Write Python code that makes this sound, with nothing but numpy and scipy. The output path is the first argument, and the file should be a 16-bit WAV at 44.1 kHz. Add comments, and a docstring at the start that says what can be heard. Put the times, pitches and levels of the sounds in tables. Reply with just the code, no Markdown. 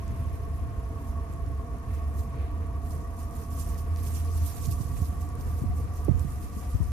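"""Diesel heater outdoors

A small diesel heater runs on concrete, close to a hand-held stereo microphone with left and right ports.
The flame drones as a wandering sine, flow noise rings the exhaust pipe, the blower whines in sines and
its brushes tick on every bar, loudest once a turn. Cloth rustles and snaps: shaped noise, strokes to the
right. Wind roars and buffets one port at a time, over a surging hiss and a bed of air and far traffic."""
import sys
import numpy as np
from scipy import signal
from scipy.io import wavfile
from scipy.ndimage import uniform_filter1d

SR = 44100
rng = np.random.default_rng(int(sys.argv[2]) if len(sys.argv) > 2 else 0)


def dump_mix(stems):
    """Bounce the given channels to the path in sys.argv[1] as a 16-bit WAV at rate SR."""
    frames = np.atleast_2d(stems).T  # one column per channel
    limited = np.clip(frames, -1, 1)  # hard clip at full scale
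    pcm = np.round(limited * 32767).astype(np.int16)
    wavfile.write(sys.argv[1], SR, pcm)


N = 305157  # samples


def gain_of(db):
    """Decibels to gain."""
    return 10 ** (np.asarray(db) / 20)


def evened(x):
    """Scales to rms 1."""
    return x / np.sqrt(np.mean(x ** 2) + 1e-20)


def read(points, hz):
    """Interpolates a spectrum on a log-frequency axis."""
    f, value = np.transpose(points)
    return np.interp(np.log(hz + 1), np.log(f + 1), value)


def curves(rows):
    """Interpolates each column over time, one array of N samples per column."""
    s, *columns = np.transpose(rows)
    return [np.interp(np.arange(N) / SR, s, c) for c in columns]


def ports(left_minus_right_db):
    """Left and right gains for a level difference, total power kept."""
    left = gain_of(left_minus_right_db)
    return np.sqrt(2) * np.array([left, np.ones_like(left)]) / np.sqrt(1 + left ** 2)


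def add(mix, s, sound):
    """Mixes a stereo sound in at s seconds."""
    part = mix[:, round(s * SR):][:, :sound.shape[1]]
    part += sound[:, :part.shape[1]]


def chance(size):
    """Smooth random wander of rms 1, changing over about size samples."""
    once = uniform_filter1d(rng.standard_normal(N), size=size)
    return evened(uniform_filter1d(once, size=size))


def swells(rows):
    """Power of swells that rise and fade evenly in dB; a negative fade time mirrors the swell in time."""
    t = np.arange(N) / SR
    rise_share = .65  # rise time / fade time
    power = 0
    for s, db, fade_s in rows:
        fade, rise = (t - s) / fade_s, (s - t) / (rise_share * fade_s)
        power = power + gain_of(2 * (db - 10 * np.maximum(fade, rise)))
    return power


def resonate(x, hz, width_hz):
    """Shifts the curve hz down to zero, smooths with two equal poles, shifts back; complex output."""
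    turn = np.exp(2j * np.pi * np.cumsum(hz * np.ones(len(x))) / SR)
    r = np.exp(-np.pi * width_hz / SR)
    return turn * signal.lfilter([(1 - r) ** 2], [1, -2 * r, r * r], x / turn)


def noise(spectrum, balance, same, size, patchy_db, flicker_db):
    """Random short-time spectra with drifting patches and a flicker shared by all bands; rms 1."""
    frames, hz = 4 * N // size + 5, np.fft.rfftfreq(size, 1 / SR)
    a, b, c, d, patches = rng.standard_normal((frames, len(hz), 5)).T
    patches = uniform_filter1d(patches, size=8, axis=0)  # over bins
    patches = evened(uniform_filter1d(patches, size=12, axis=1))  # over frames
    flicker = rng.standard_normal(frames)
    same = np.clip(same(hz), 0, 1)[:, None]  # left-right likeness
    left, other = a + 1j * b, c + 1j * d
    lag = np.exp(-1j * 0.118)  # the shared part reaches the right port 0.118 rad late
    z = np.array([left, same * lag * left + np.sqrt(1 - same ** 2) * other])
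    level_db = read(spectrum, hz)[:, None] + patchy_db * patches + flicker_db * flicker
    z *= ports(read(balance, hz))[:, :, None] * gain_of(level_db)
    return evened(signal.istft(z, nperseg=size, noverlap=3 * size // 4)[1][:, :N])


def drone():
    """The flame pulses unsteadily in a low, wandering note."""
    # mean course: (time [s], pitch [Hz], level [dB])
    flame_rows = [(0.0, 69.23, -43.5), (0.27, 78.45, -36.5), (0.71, 72.1, -35.5), (0.85, 74.45, -39),
                  (1.56, 73.5, -31), (1.69, 78.13, -42), (1.77, 72.2, -44), (1.97, 74.64, -30),
                  (2.21, 74.56, -26.5), (2.25, 74.38, -43), (2.33, 73.8, -31), (2.62, 77.92, -36.5),
                  (2.79, 74.4, -32), (3.04, 81.5, -36.5), (3.41, 78.5, -38.5), (3.93, 80.2, -30),
                  (4.35, 80.17, -32), (4.43, 79.35, -24), (4.55, 78.5, -40.5), (4.74, 78.77, -32),
                  (4.87, 76.08, -39), (5.36, 77.6, -32.5), (5.45, 81.74, -32.5), (5.69, 81.42, -32),
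                  (5.78, 77.2, -28.5), (6.01, 77.9, -40), (6.03, 77.43, -34), (6.61, 75.7, -42.5),
                  (6.84, 77.6, -31), (6.92, 74.36, -33)]
    wander_hz, flutter_db = 2.9936, 2  # rms
    hz, db = curves(flame_rows)
    angle = 2 * np.pi * np.cumsum(hz + wander_hz * chance(size=1500)) / SR
    level = gain_of(db + flutter_db * chance(size=2000))
    return np.sqrt(2) * level * ports(-2.2)[:, None] * np.sin([angle + 0.54, angle])


def pipe():
    """Turbulent flow rings the pipe resonances, each swelling and sinking on its own."""
    # hot gas raises the resonances: (time [s], factor on pitch, flow level [dB])
    warmth_rows = [(0, 0.978, -52.5), (1.5, 0.987, -51), (3, 0.999, -51), (4.5, 1.005, -52),
                   (6, 1.018, -52), (6.92, 1.02, -54.5)]
    # resonances before warming:
    # (pitch [Hz], pole width [Hz], relative level [dB], left minus right [dB], left lead [rad])
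    pipe_modes = [(54, 16.4, 12, -3, 0.07), (249.1, 43, -0.5, -2, 0.29), (283.7, 31.2, -1.5, -6.5, 0.15),
                  (452.5, 86.9, -3, 1, 0.77), (708.3, 34.4, -4.5, 2.5, 0.91), (748.3, 55, -11.5, 6, 0.753),
                  (925, 43, -18, -1, 3.06), (980, 146, -7, 3, 1.75), (1107.8, 28.3, -5, 4, 0.366),
                  (1131.5, 37, -3, -2, 0.52), (1184.1, 50, -7.5, 1, 1.62), (1025, 105, -10.5, -4, 3.06),
                  (1859.2, 160, -17, 6.5, 1.36)]
    swell_db = 2.0  # rms
    factor, flow_db = curves(warmth_rows)
    flow, out = rng.standard_normal(N), np.zeros((2, N))
    for hz, width_hz, mode_db, pan_db, lead_rad in pipe_modes:
        ring = resonate(flow, hz * factor, width_hz) * gain_of(swell_db * chance(size=1200))
        ring = ring / np.sqrt(np.mean(ring.real ** 2))
        both = np.array([(ring * np.exp(1j * lead_rad)).real, ring.real])
        out += gain_of(mode_db) * ports(pan_db)[:, None] * both
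    return gain_of(flow_db) * out


def blower():
    """A blade tone with side tones one turn apart, and brush ticks on unevenly cut commutator bars."""
    # whine: (time [s], blade tone [Hz], level [dB])
    whine_rows = [(0, 672.7, -55), (1.6, 672.2, -55), (3.2, 674.9, -55), (4.25, 681.5, -56.5),
                  (5.45, 688.4, -60), (6.92, 700, -62)]
    # brush ticks: (time [s], level [dB])
    brush_rows = [(0, -65.5), (1.5, -69.5), (3, -68), (4.2, -66), (5, -61.5), (6.92, -79)]
    # motor housing rung by the brushes: (pitch [Hz], pole width [Hz], relative level [dB])
    housing_modes = [(9250, 250, -9), (9700, 200, -8), (11020, 160, -4), (11240, 150, -6), (11520, 300, 0),
                     (11820, 200, -4)]
    blades, brush_bars = 21, 10
    hz, tone_db = curves(whine_rows)
    ticks_db, = curves(brush_rows)
    turns = np.cumsum(hz) / SR / blades

    lead_rad = np.array([[.6], [0]])
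    tone = 0
    for k, side_db in ((0, 0), (-1, -15), (1, -15)):
        tone = tone + gain_of(side_db) * np.sin(2 * np.pi * (blades + k) * turns + lead_rad)

    phase = turns + 0.49
    at = np.flatnonzero(np.diff(np.floor(phase * brush_bars)))
    bar = (phase[at + 1] * brush_bars).astype(int) % brush_bars
    # samples: a fixed offset per bar, plus jitter
    late = rng.integers(0, 60, brush_bars)[bar] + rng.integers(0, 2, len(at))
    tick_db = 11 * np.cos(2 * np.pi * phase[at]) + 2.5 * rng.standard_normal(len(at))  # peaks once a turn
    ticks = np.zeros(N + 100)
    ticks[at + late] = gain_of(tick_db)
    ring = evened(sum(gain_of(d) * evened(resonate(ticks[:N], f, w).real) for f, w, d in housing_modes))
    both = np.array([np.roll(ring, 17), ring])  # left 17 samples late
    ring = gain_of(ticks_db) * ports(-8)[:, None] * both
    return np.sqrt(2) * gain_of(tone_db) * ports(2.3)[:, None] * tone + ring


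def snap_of(hz):
    """A fibre snaps: a decaying sine and a longer burst of noise, thinned below; peak 1."""
    t = np.arange(300) / SR
    crack = np.exp(-t / .00016) * np.sin(2 * np.pi * hz * t)
    fray = np.exp(-t / .0015) * resonate(rng.standard_normal(len(t)), hz, 9000).real
    thin = signal.butter(2, .55 * hz, "high", fs=SR, output="sos")
    snap = signal.sosfilt(thin, crack + .6 * fray)
    return snap / abs(snap).max()


def rustle():
    """Cloth fibres slip in dense grains; now and then one snaps."""
    # cloth spectrum: (frequency [Hz], relative level per Hz [dB])
    cloth_points = [(1470, -63), (2500, -4.5), (3580, -4.5), (5890, 3), (8070, 0.5), (9140, 4.5),
                    (10100, 1.5), (11600, 4), (14400, -0.5)]
    # (frequency [Hz], left minus right [dB])
    cloth_balance = [(2000, -1), (6000, 2.5), (8000, -4.5), (12000, -4.5), (13500, -17), (14700, -30)]
    # constant shifting: (time [s], level [dB])
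    shifting_rows = [(0, -63.5), (.75, -67.5), (1.3, -66), (2, -67.5), (2.7, -68), (3.2, -64), (3.9, -64.5),
                     (4.3, -55), (4.9, -59), (5.15, -64), (5.7, -63), (6.2, -62.5), (6.92, -60.5)]
    # strokes: (peak time [s], level [dB], time to fade 10 dB [s])
    stroke_rows = [(.2, -64, .05), (.35, -65, .06), (.56, -64, .06), (1.015, -62, .045),
                   (1.085, -59.5, .035), (1.33, -66, .03), (1.945, -58, .06), (2.08, -66, .1),
                   (2.19, -53, .05), (2.87, -59.5, .07), (2.92, -56.5, .09), (3.2, -54.5, .06),
                   (3.36, -54.5, .05), (3.42, -55, .06), (3.53, -52, .04), (3.6, -45, .05), (3.69, -53, .1),
                   (3.79, -51.5, .035), (3.99, -54, .06), (4.07, -47.5, .06), (4.16, -46.5, .07),
                   (4.37, -50.5, .05), (4.47, -43, .05), (4.57, -49, .05), (4.645, -45, .05),
                   (4.72, -45.5, .035), (4.82, -51, .05), (4.98, -53, .15), (5.06, -54, .04),
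                   (5.22, -54, .05), (5.41, -55.5, .03), (5.49, -56, .08), (5.59, -55.5, .06),
                   (5.78, -56, .06), (5.97, -55, .06), (6.049, -52, .012), (6.21, -56, .06),
                   (6.32, -57, .1), (6.44, -55.5, .06), (6.58, -54.5, .1), (6.72, -57, .1),
                   (6.84, -58, .08)]
    # single snaps: (time [s], left peak [dB], right peak [dB], centre [Hz])
    snap_rows = [(0.0799, -44, -40, 7200.0), (1.326, -43, -49, 8000.0), (1.3369, -43, -51, 7300.0),
                 (1.7852, -54, -40, 10000.0), (2.6637, -58, -48, 9200.0), (2.9075, -49, -33, 10700.0),
                 (3.3105, -51, -38, 9600.0), (3.3679, -51, -34, 8900.0), (3.7449, -39, -43, 5600.0),
                 (3.7815, -46, -32, 10200.0), (3.9617, -34, -37, 5900.0), (3.9716, -41, -41, 6200.0),
                 (4.3769, -45, -32, 10900.0), (4.6538, -30, -34, 6900.0), (4.6587, -33, -30, 6200.0),
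                 (4.7127, -40, -24, 10800.0), (5.2904, -51, -37, 7800.0), (5.3539, -51, -34, 10000.0),
                 (5.4108, -38, -45, 5500.0), (5.7995, -49, -40, 11400.0), (5.94, -53, -37, 9500.0),
                 (6.0485, -50, -34, 11000.0), (6.1954, -48, -30, 8200.0)]
    shifting_pan_db, stroke_pan_db = 6.5, -7  # left minus right
    shifting = gain_of(curves(shifting_rows)) * ports(shifting_pan_db)[:, None]
    power = shifting ** 2 + swells(stroke_rows) * ports(stroke_pan_db)[:, None] ** 2
    fibres = noise(cloth_points, cloth_balance, lambda hz: 0.052 + 0 * hz,
                   size=256, patchy_db=2.0, flicker_db=1.5)
    out = np.sqrt(power) * fibres / fibres.mean(0).std()  # levels refer to the mean of both ports
    slips = rng.random((2, N)) < 150 / SR  # 150 per second at each port
    grains = gain_of(1.21 * np.minimum(rng.exponential(1, (2, N)), 4)) * slips
    out *= 1 + .5 * uniform_filter1d(grains, size=24, axis=1) * 24  # 24-sample slips stand out
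    for s, left_db, right_db, hz in snap_rows:
        add(out, s, gain_of([[left_db], [right_db]]) * snap_of(hz))
    return out


def wind():
    """Lumpy low noise, unrelated at the ports; single eddies strike one port, pitch falling as they slow."""
    # gusts over the ports: (time [s], left level [dB], right level [dB])
    gust_rows = [(0, -37.5, -35), (.65, -35, -47), (1, -62.5, -61), (1.45, -64, -34.5), (2.5, -47, -64),
                 (3.4, -63.5, -74), (4.3, -42, -37), (4.55, -44, -41.5), (4.7, -33, -25), (4.82, -46, -33),
                 (5, -35, -30), (5.15, -52, -48), (5.7, -33.5, -26.5), (5.92, -44.5, -60),
                 (6.12, -55, -23.5), (6.3, -35.5, -34), (6.5, -34, -58), (6.7, -42.5, -56),
                 (6.85, -31, -47)]
    # gust spectrum: (frequency [Hz], relative level per Hz [dB])
    gust_points = [(25, -5.5), (50, 2), (85, 3), (130, -7), (250, -23.5), (500, -45), (1000, -92)]
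    # buffets: (time [s], starting level before attack and panning [dB], starting pitch [Hz],
    # settled pitch [Hz], time to fade 60 dB [s], left minus right [dB])
    buffet_rows = [(4.714, -16.5, 100.2, 71.93, 0.25, -10.5), (4.803, -15.5, 191, 111.1, 0.066, -23.5),
                   (4.852, -14.5, 100.6, 75, 0.0595, -13), (5.0172, -6, 111, 78, 0.0646, -11.5),
                   (5.617, -17.5, 191.2, 100.2, 0.0842, 21.5), (5.637, -24.5, 332.2, 199, 0.1, 16),
                   (5.654, -17.5, 121.3, 91.8, .12, -24.5), (5.696, -19, 99, 75, 0.128, 20),
                   (5.738, -29, 230, 174, 0.12, -27), (5.835, -23.5, 168, 96.3, 0.16, 33.5),
                   (5.887, -32, 220.3, 169.2, 0.052, 44), (6.0825, -14, 436.5, 251, 0.057, -39.5),
                   (6.091, -3, 151, 95, 0.0424, -33), (6.109, -11, 184.5, 109, 0.055, -42),
                   (6.139, -20, 132, 82.6, 0.38, -27.5), (6.245, -22.5, 240, 130, 0.158, -37),
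                   (6.565, -25.5, 238.7, 189.9, 0.082, 29), (6.745, -3, 84.44, 68.06, 0.0591, 15),
                   (6.803, -12, 168.1, 64.8, 0.18, 32.5)]
    roar = noise(gust_points, [(1, 0), (2, 0.006)], lambda hz: 0 * hz,
                 size=2048, patchy_db=1.5, flicker_db=-2.0)
    out, t = gain_of(curves(gust_rows)) * roar, np.arange(SR // 2) / SR
    for s, start_db, start_hz, end_hz, t60_s, pan_db in buffet_rows:
        hz = end_hz + (start_hz - end_hz) * np.exp(-t / 0.0063)
        lumps = evened(resonate(rng.standard_normal(len(t)), 2 * hz, 132).real)
        thud = 0.081 * lumps - np.sin(2 * np.pi * np.cumsum(hz) / SR)  # suction first, then the push
        attack = 1 - np.exp(-t * start_hz * 1.87)
        shape = attack * gain_of(start_db - 60 * t / t60_s)
        add(out, s, ports(pan_db)[:, None] * shape * thud)
    return out


def hiss():
    """Steady noise, duller than the cloth, with surges added in power."""
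    # spectrum: (frequency [Hz], relative level per Hz [dB])
    hiss_points = [(1000, 3), (1500, 5), (2400, 7), (3200, -1.5), (4200, -4), (6000, -19.5)]
    # surges: (peak time [s], level [dB], time to fade 10 dB [s], negative = mirrored in time)
    surge_rows = [(.05, -59, 0.8), (.88, -83.5, -0.82), (1.95, -59, 0.17), (2.41, -55, 0.15),
                  (3.6, -61, -0.1), (3.73, -61, 0.14), (4.07, -59, 0.35), (4.17, -62.5, 0.5),
                  (4.5, -58.5, .25), (4.97, -48, 0.0064), (6.44, -63, -1.7), (6.63, -57, .03)]
    steady_db = -65
    bed = noise(hiss_points, [(1500, 0.5), (4000, -0.92)], lambda hz: 0.044 + 0 * hz,
                size=512, patchy_db=0.5, flicker_db=1.5)
    return np.sqrt(gain_of(2 * steady_db) + swells(surge_rows)) * bed


def air():
    """Moving air and far traffic: noise that the two ports share mostly in the bass."""
    # spectrum: (frequency [Hz], relative level per Hz [dB])
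    air_points = [(13, -37), (22, -4.5), (76, 2), (181, -14), (271, -19), (385, -24), (466, -25),
                  (563, -27.5), (680, -29), (844, -35.5), (1110, -31), (1490, -36), (3630, -53),
                  (11600, -54), (14000, -93.5)]
    # (frequency [Hz], left minus right [dB])
    air_balance = [(30, -1.5), (200, -2), (500, -2.5), (4000, -4), (8000, -21.5), (13000, 0), (13600, -20)]
    # (frequency [Hz], left-right likeness [0..1])
    air_likeness = [(25, 0.54), (60, 0.961), (280, 0.908), (400, 0.267), (600, 0.1), (1500, 0.066),
                    (4000, 0.033)]
    level_db = -35
    return gain_of(level_db) * noise(air_points, air_balance, lambda hz: read(air_likeness, hz),
                                     size=4096, patchy_db=0.5, flicker_db=2.0)


def scene():
    """All sources at the two ports."""
    return drone() + pipe() + blower() + rustle() + wind() + hiss() + air()


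def record(dry):
    """The lowest bass is thinned out; then the band limit."""
    edge_hz = 14560
    thin = signal.sosfilt(signal.butter(2, 36.0, "high", fs=SR, output="sos"), dry)
    band = signal.firwin(1023, edge_hz, window=("kaiser", 9), fs=SR)
    return signal.oaconvolve(thin, band[None], "same")


dry = scene()
out = record(dry)
dump_mix(out)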